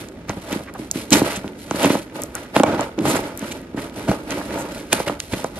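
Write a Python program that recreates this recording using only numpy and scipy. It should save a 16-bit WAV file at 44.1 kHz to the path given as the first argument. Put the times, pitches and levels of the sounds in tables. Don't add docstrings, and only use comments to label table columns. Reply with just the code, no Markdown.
import sys
import numpy as np
from scipy import signal
from scipy.fft import rfft, irfft, next_fast_len
from scipy.io import wavfile

SR = 44100
rng = np.random.default_rng(int(sys.argv[2]) if len(sys.argv) > 2 else 0)


def transcribe(u):
    v = np.clip(np.atleast_2d(u).T, -1, 1)
    q = np.round(v * 32767).astype(np.int16)
    wavfile.write(sys.argv[1], SR, q)


N = 246519

# pitch_hz, level_db, ring_s (time to fade by 60 dB)
HOLLOW_TONES = [(117, -15.5, 0.11), (157.3, -12.5, 0.19), (218.2, -5, 0.44), (292.7, 0, 0.17),
                (297, 8, 0.068), (356, 4.5, 0.016), (427, -6.5, 0.023)]
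# pitch_hz, level_db, ring_s
WALL_TONES = [(553, 8.5, 0.026), (612, -8, 0.054), (686, 8.5, 0.035), (815, 7.5, 0.028), (871, 7, 0.022),
              (978.4, 8.5, 0.022), (1229, -0.5, 0.033), (1097, 5, 0.014), (1391, -3, 0.025),
              (2300, -7.5, 0.072)]


def from_db(db):
    return 10 ** (np.asarray(db) / 20)


def rms_one(x):
    return x / np.sqrt(np.mean(x ** 2) + 1e-20)


def colour(x, curve, lag_s=0):
    size = next_fast_len(N + SR // 2)
    hz = np.arange(1, size // 2 + 2) * SR / size
    curve_hz, curve_db = np.transpose(curve)
    gain = from_db(np.interp(np.log(hz), np.log(curve_hz), curve_db))
    delay = np.exp(-2j * np.pi * hz * lag_s)
    return irfft(rfft(x, size) * gain * delay, size)[..., :N]


def cut(x, side, hz):
    return signal.sosfilt(signal.butter(2, hz, side, fs=SR, output="sos"), x)


def ring(force, hz, ring_s):
    decay = from_db(-60 / (max(ring_s, .002) * SR))
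    turn = 2 * np.pi * hz / SR
    return signal.lfilter([0, np.sin(turn)], [1, -2 * decay * np.cos(turn), decay ** 2], force + 1e-18)


def slips(per_s, spread_db, clump_db, clump_hz):
    sizes = from_db(spread_db * np.minimum(rng.exponential(1, N), 4)) * rng.choice([-1, 1], N)
    clicks = sizes * (rng.random(N) < per_s / SR)
    smooth = np.exp(-2 * np.pi * clump_hz / SR)
    drift = signal.lfilter([1], [1, -2 * smooth, smooth ** 2], rng.standard_normal(N + SR))[SR:]
    return rms_one(clicks * from_db(clump_db * rms_one(drift)))


def burst(noise, start_s, peak_db, hz, spread):
    band = signal.butter(2, [hz / spread, min(hz * spread, SR / 2.5)], "band", fs=SR)
    sound = signal.lfilter(*band, noise)
    sound *= from_db(peak_db) / np.abs(sound).max()
    return np.pad(sound, ((0, 0), (round(start_s * SR), N)))[:, :N]


def struck(start_s, strength_db, tones, ring_share, soft_hz):
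    starts = np.round(start_s * SR).astype(int)
    scatter_db = 2.5 * rng.standard_normal((len(starts), len(tones)))
    out = np.zeros(N)
    for k, (hz, db, ring_s) in enumerate(tones):
        lag = round(0.31 / hz * SR)
        clicks = np.zeros(N)
        clicks[starts + lag] = from_db(strength_db + db + scatter_db[:, k])
        out += ring(clicks, hz, ring_s * ring_share)
    return cut(out, "low", soft_hz)


def room_tone():
    # pitch_hz, level_db
    air_curve = [(15, -46), (25, 5.5), (68, 5.5), (134, 1), (262, 7), (631, -6), (1200, -26), (12000, -52),
                 (14000, -95)]
    middle, side = rng.standard_normal((2, N))
    side = colour(side, [(100, -25), (1000, -6), (8000, 0)])
    return from_db(-38.5) * rms_one(colour(middle + side * np.array([[1], [-1]]), air_curve))


def stroke_levels():
    # start_s, swell_s, hold_s, walls_db, hollow_vs_walls_db, crackle_vs_walls_db
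    strokes = [(0.0, 0.00035, 0.0074, -35.5, 3.5, -3.5), (0.273, 0.011, 0.2, -38.5, -9, -5.5),
               (0.436, 0.1, 0.003, -28.5, -5, -6), (0.739, 0.063, 0.036, -44, 9, 0),
               (0.932, 0.023, 0.054, -38, 9, 5.5), (1.111, 0.02, 0.017, -14.5, 3, -4),
               (1.225, 0.024, 0.12, -24.5, -8, -7.5), (1.435, 0.021, 0.011, -39, 7, -11.5),
               (1.546, 0.049, 0.2, -59.5, -9, 15), (1.696, 0.12, 0.14, -22, 0, -5.5),
               (2.122, 0.038, 0.08, -34, -3, -7), (2.326, 0.028, 0.077, -35.5, -1, -7),
               (2.535, 0.027, 0.0057, -22, -10, -7), (2.651, 0.015, 0.086, -20, -2, -22.5),
               (2.733, 0.065, 0.026, -24, -14, -16), (2.975, 0.0038, 0.038, -33.5, 12.5, -21),
               (3.023, 0.051, 0.098, -21, 1, -5.5), (3.22, 0.014, 0.062, -30, -1, -15.5),
               (3.305, 0.13, 0.14, -34, 4, -6), (3.758, 0.015, 0.087, -34.5, 5, -6.5),
               (3.922, 0.05, 0.25, -35, 6, -6), (4.069, 0.014, 0.033, -24, 5, -11.5),
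               (4.232, 0.084, 0.2, -29, 3, -7.5), (4.425, 0.12, 0.15, -28, -1, -13),
               (4.655, 0.063, 0.11, -35, 3.5, -5), (4.899, 0.028, 0.082, -27.5, -3, -3),
               (5.059, 0.013, 0.0086, -26, -2.5, -10), (5.189, 0.0065, 0.14, -52.5, -17, 11),
               (5.299, 0.024, 0.12, -33.5, -2, -1.5), (5.527, 0.035, 0.13, -37, 0, -4)]
    # hollow_db, walls_db, rasp_db, crackle_db
    resting_db = [-73, -48.5, -51.5, -62]
    swell_db, sag_db_per_s, fade_db_per_s = 19, 47.5, 199
    start_s, swell_s, hold_s, walls_db, hollow_vs_walls_db, crackle_vs_walls_db = np.transpose(strokes)
    steps = np.arange(0, N + 64, 64)
    since_peak_s = steps / SR - (start_s + swell_s)[:, None]
    held_s = np.clip(since_peak_s, 0, hold_s[:, None])
    shape_db = swell_db * np.minimum(since_peak_s, 0) / np.maximum(swell_s, .003)[:, None]
    shape_db -= sag_db_per_s * held_s
    shape_db -= fade_db_per_s * np.maximum(since_peak_s - held_s, 0)
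    rasp_db = walls_db - 4 + 0.26 * crackle_vs_walls_db
    peaks_db = np.array([walls_db + hollow_vs_walls_db, walls_db, rasp_db, walls_db + crackle_vs_walls_db])
    powers = from_db(2 * peaks_db) @ from_db(2 * shape_db) + from_db(2 * np.array(resting_db))[:, None]
    return [np.interp(np.arange(N), steps, 10 * np.log10(power)) for power in powers]


def rubbing(tones, level_db, per_s, spread_db):
    force = slips(per_s, spread_db, clump_db=2.2, clump_hz=35)
    sound = 0
    for shift, (hz, db, ring_s) in zip(rng.integers(0, 60, len(tones)), tones):
        sound += from_db(db) * rms_one(ring(np.roll(force, shift), hz, ring_s))
    return from_db(level_db) * rms_one(sound)


def seam_clicks(curve, per_s, spread_db, width):
    middle, ends = (slips(per_s, spread_db, clump_db=2.8, clump_hz=70) for _ in range(2))
    return rms_one(colour(middle + width * ends * np.array([[1], [-1]]), curve))


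def card_rasp(level_db):
    # pitch_hz, level_db
    rasp_curve = [(700, -58), (1200, 0), (2000, -1.5), (3200, -7.5), (5000, -14), (9000, -31.5)]
    return from_db(level_db) * seam_clicks(rasp_curve, per_s=1500, spread_db=2, width=0.98)


def tape_crackle(level_db):
    # pitch_hz, level_db
    crackle_curve = [(500, -24), (2000, 7.5), (4500, 7), (7000, -5), (10500, 4), (12300, 2), (15000, -22)]
    return from_db(level_db) * seam_clicks(crackle_curve, per_s=3000, spread_db=3, width=0.54)


def snaps():
    # start_s, level_db, pitch_hz, left_vs_right_db
    cracks = [(0.087, -28, 6050, 0), (0.2944, -12, 3740, -8), (0.5275, -10, 9000, 15),
              (0.7387, -19.5, 9700, 2), (0.7822, -30, 11000, 4), (0.913, -1, 7200, -4.5),
              (1.106, -7, 8000, -3.5), (1.1238, -1.5, 4080, -4), (1.129, 1.5, 5500, -3),
              (1.136, -1, 6500, 8), (1.141, -17, 6000, 5), (1.479, -18.5, 2330, -2), (1.71, -14, 2700, 3),
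              (1.797, -10, 2340, 5), (1.831, -2.5, 9200, 16), (1.845, -8.5, 4000, 4),
              (1.857, -5.5, 9150, -1), (1.9518, -18, 2840, -1), (2.166, -21, 10900, -3),
              (2.2196, -7.5, 10270, 9), (2.2357, -5, 10300, 9), (2.3523, -2.5, 10900, 12),
              (2.565, -6, 2030, -4), (2.598, -7, 2560, -5), (2.6345, -5, 2830, -1.5),
              (2.809, -11, 4300, -5), (2.9897, -15, 2850, 2), (3.3751, -12, 10700, 8),
              (3.3935, -14, 11000, 0), (3.8974, -26, 2800, 6), (4.307, -11, 6200, -12),
              (4.721, -27, 11000, 3), (4.9285, 2.5, 2100, 0.5), (4.9295, 5, 8100, -5),
              (5.203, -9.5, 2630, -1), (5.2016, -7, 7330, -10), (5.443, -18.5, 5950, -1)]
    crack_s, fizz_s, fizz_db = .0012, .02, -28
    out, t = 0, np.arange(2000) / SR
    fade = from_db(-60 * t / crack_s) + from_db(fizz_db - 60 * t / fizz_s)
    noises = rng.standard_normal((len(cracks), len(t)))
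    noises[:, 0] = 1.63
    for (start_s, db, hz, pan_db), noise in zip(cracks, noises):
        pan = from_db([[pan_db / 2], [-pan_db / 2]])
        out += burst(noise * pan * fade, start_s, db, hz, spread=1.6)
    return out


def grainy_swells():
    # start_s, level_db, pitch_hz, length_s
    swells = [(0.2825, -21, 1500, 0.034), (0.292, -35, 5470, 0.012), (0.516, -18.5, 2430, 0.025),
              (0.667, -26.5, 1450, 0.04), (0.744, -24.5, 910, 0.026), (1.118, -2.5, 3770, 0.028),
              (1.134, -19, 8550, 0.059), (1.341, -19, 2400, 0.041), (1.355, -21, 6700, 0.018),
              (1.71, -11.5, 1040, 0.0034), (1.821, -11, 2360, 0.046), (1.827, -16, 5000, 0.015),
              (1.891, -16, 2310, 0.027), (2.34, -23, 1190, 0.041), (2.555, -9.5, 2180, 0.017),
              (3.066, -17, 8900, 0.063), (3.154, -15.5, 1170, 0.024), (3.155, -21, 8000, 0.021),
              (3.5088, -20, 2750, 0.021), (3.51, -25, 8500, 0.023), (3.7695, -23, 1460, 0.036),
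              (4.078, -26, 1780, 0.036), (4.2927, -21.5, 2100, 0.047), (4.407, -19, 1050, 0.015),
              (4.563, -25.5, 9200, 0.08), (4.919, -8.5, 2360, 0.021), (5.063, -21, 2100, 0.011),
              (5.075, -15.5, 2100, 0.014), (5.3294, -17.5, 2140, 0.018)]
    out, t = 0, np.arange(4000) / SR
    for start_s, db, hz, length_s in swells:
        noise = rng.standard_normal((3, len(t)))
        grainy = (noise[0] + .5 * noise[1:]) * np.abs(noise[0])
        swell = np.sin(np.pi * np.minimum(t / length_s, 1))
        out += burst(grainy * swell, start_s, db, hz, spread=1.5)
    return out


def table_thuds():
    # start_s, level_db
    bumps = [(0.291, -12.5), (0.368, -20), (1.127, -7), (1.371, -14), (1.858, -13), (1.958, -27),
             (3.195, -14.5), (4.091, -6), (5.328, -10.5)]
    # pitch_hz, level_db, ring_s
    table_tones = [(51.7, 4, 0.061), (192, 4.5, 0.19), (120.6, 1.5, 0.098)]
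    start_s, level_db = np.transpose(bumps)
    return struck(start_s, level_db - 8, table_tones, ring_share=0.48, soft_hz=245)


def knocks():
    # start_s, level_db, extra_walls_db
    jolts = [(0.297, -4.5, -4.5), (0.37, -11, -20), (0.515, -8.5, -31), (0.526, -5, -26),
             (0.559, -1.5, -44), (0.607, -16, -3), (0.795, -9.5, -29), (0.956, -4, -22), (1.118, 2, -31),
             (1.157, -13, 0), (1.217, 6.5, -11), (1.443, -6.5, -8), (1.711, -2.5, -2.5), (1.744, -1.5, -23),
             (1.846, 2.5, -1.5), (1.8572, 4.5, -33), (1.9016, 6, -11), (1.953, -1.5, -3.5),
             (2.157, -14, -3), (2.5644, 9, -5.5), (2.6, 8, -4), (2.6037, 5.5, -15), (2.6337, 2.5, -1.5),
             (2.6372, 2.5, 4), (2.794, -5, 1.5), (2.985, -4.5, -9.5), (3.013, -2.5, -33), (3.054, -10, 8),
             (3.068, -5, -20), (3.133, -10, -25), (3.156, -2, -1), (3.191, -3, -8), (3.426, -7, -17),
             (3.744, -7, -20), (3.775, -7, -7.5), (4.089, 2.5, -25), (4.115, -3, 0), (4.38, -19, -10),
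             (4.557, -9, -33), (4.9304, 0, -3), (4.939, -7, -9), (5.0017, -8, 4), (5.097, -7, 2.5),
             (5.335, -3.5, -6.5), (5.4449, -14, 10)]
    start_s, level_db, extra_walls_db = np.transpose(jolts)
    hollow = struck(start_s, level_db - 17, HOLLOW_TONES, ring_share=0.26, soft_hz=584)
    walls = struck(start_s, level_db + extra_walls_db - 20.5, WALL_TONES, ring_share=0.79, soft_hz=1770)
    return cut(hollow + walls, "high", 170)


def stereo_width(direct):
    # pitch_hz, level_db
    width_curve = [(60, -46), (150, -52), (380, -20), (950, -11), (2380, -94), (5980, 7), (15000, -7.5)]
    side = direct.mean(axis=0)
    for lag in (3, 7, 13):
        smear = np.zeros(lag + 1)
        smear[[0, lag]] = 1, .6
        side = signal.lfilter(smear[::-1], smear, side)
    return colour(side, width_curve) * np.array([[1], [-1]])


def room_echoes(direct, ring_s):
    # pitch_hz, level_db
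    tail_curve = [(150, -27), (1000, -9), (4000, -17), (10000, -13)]
    t = np.arange(SR // 3) / SR
    echoes = rng.standard_normal((2, len(t))) * from_db(-60 * t / ring_s)
    echoes /= np.sqrt(np.sum(echoes ** 2, axis=1, keepdims=True))
    return colour(signal.fftconvolve(direct, echoes, axes=1)[:, :N], tail_curve)


def scene():
    hollow_db, walls_db, rasp_db, crackle_db = stroke_levels()
    box = rubbing(HOLLOW_TONES, hollow_db, per_s=900, spread_db=2.5)
    box += rubbing(WALL_TONES, walls_db, per_s=3000, spread_db=3.5)
    box = cut(box + knocks(), "high", 100)
    direct = box + table_thuds() + snaps() + grainy_swells()
    direct += card_rasp(rasp_db) + tape_crackle(crackle_db)
    return direct + stereo_width(direct) + room_echoes(direct, ring_s=.28) + room_tone()


def record(dry):
    # pitch_hz, left_vs_right_db
    lean = [(180, 0), (550, -3.5), (1650, -2.5), (4970, -2), (15000, 0.5)]
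    low_hz, high_hz, cutoff_hz = 46, 14000, 16300
    left = colour(dry[0], [(hz, db / 2) for hz, db in lean], lag_s=.00005)
    right = colour(dry[1], [(hz, -db / 2) for hz, db in lean])
    mic_range = signal.butter(4, [low_hz, high_hz], "band", fs=SR, output="sos")
    clipped = np.clip(signal.sosfilt(mic_range, [left, right]), -1, 1)
    treble_cut = signal.cheby2(12, 70, cutoff_hz, fs=SR, output="sos")
    return np.clip(signal.sosfilt(treble_cut, clipped), -1, 1)


dry = scene()
out = record(dry)
transcribe(out)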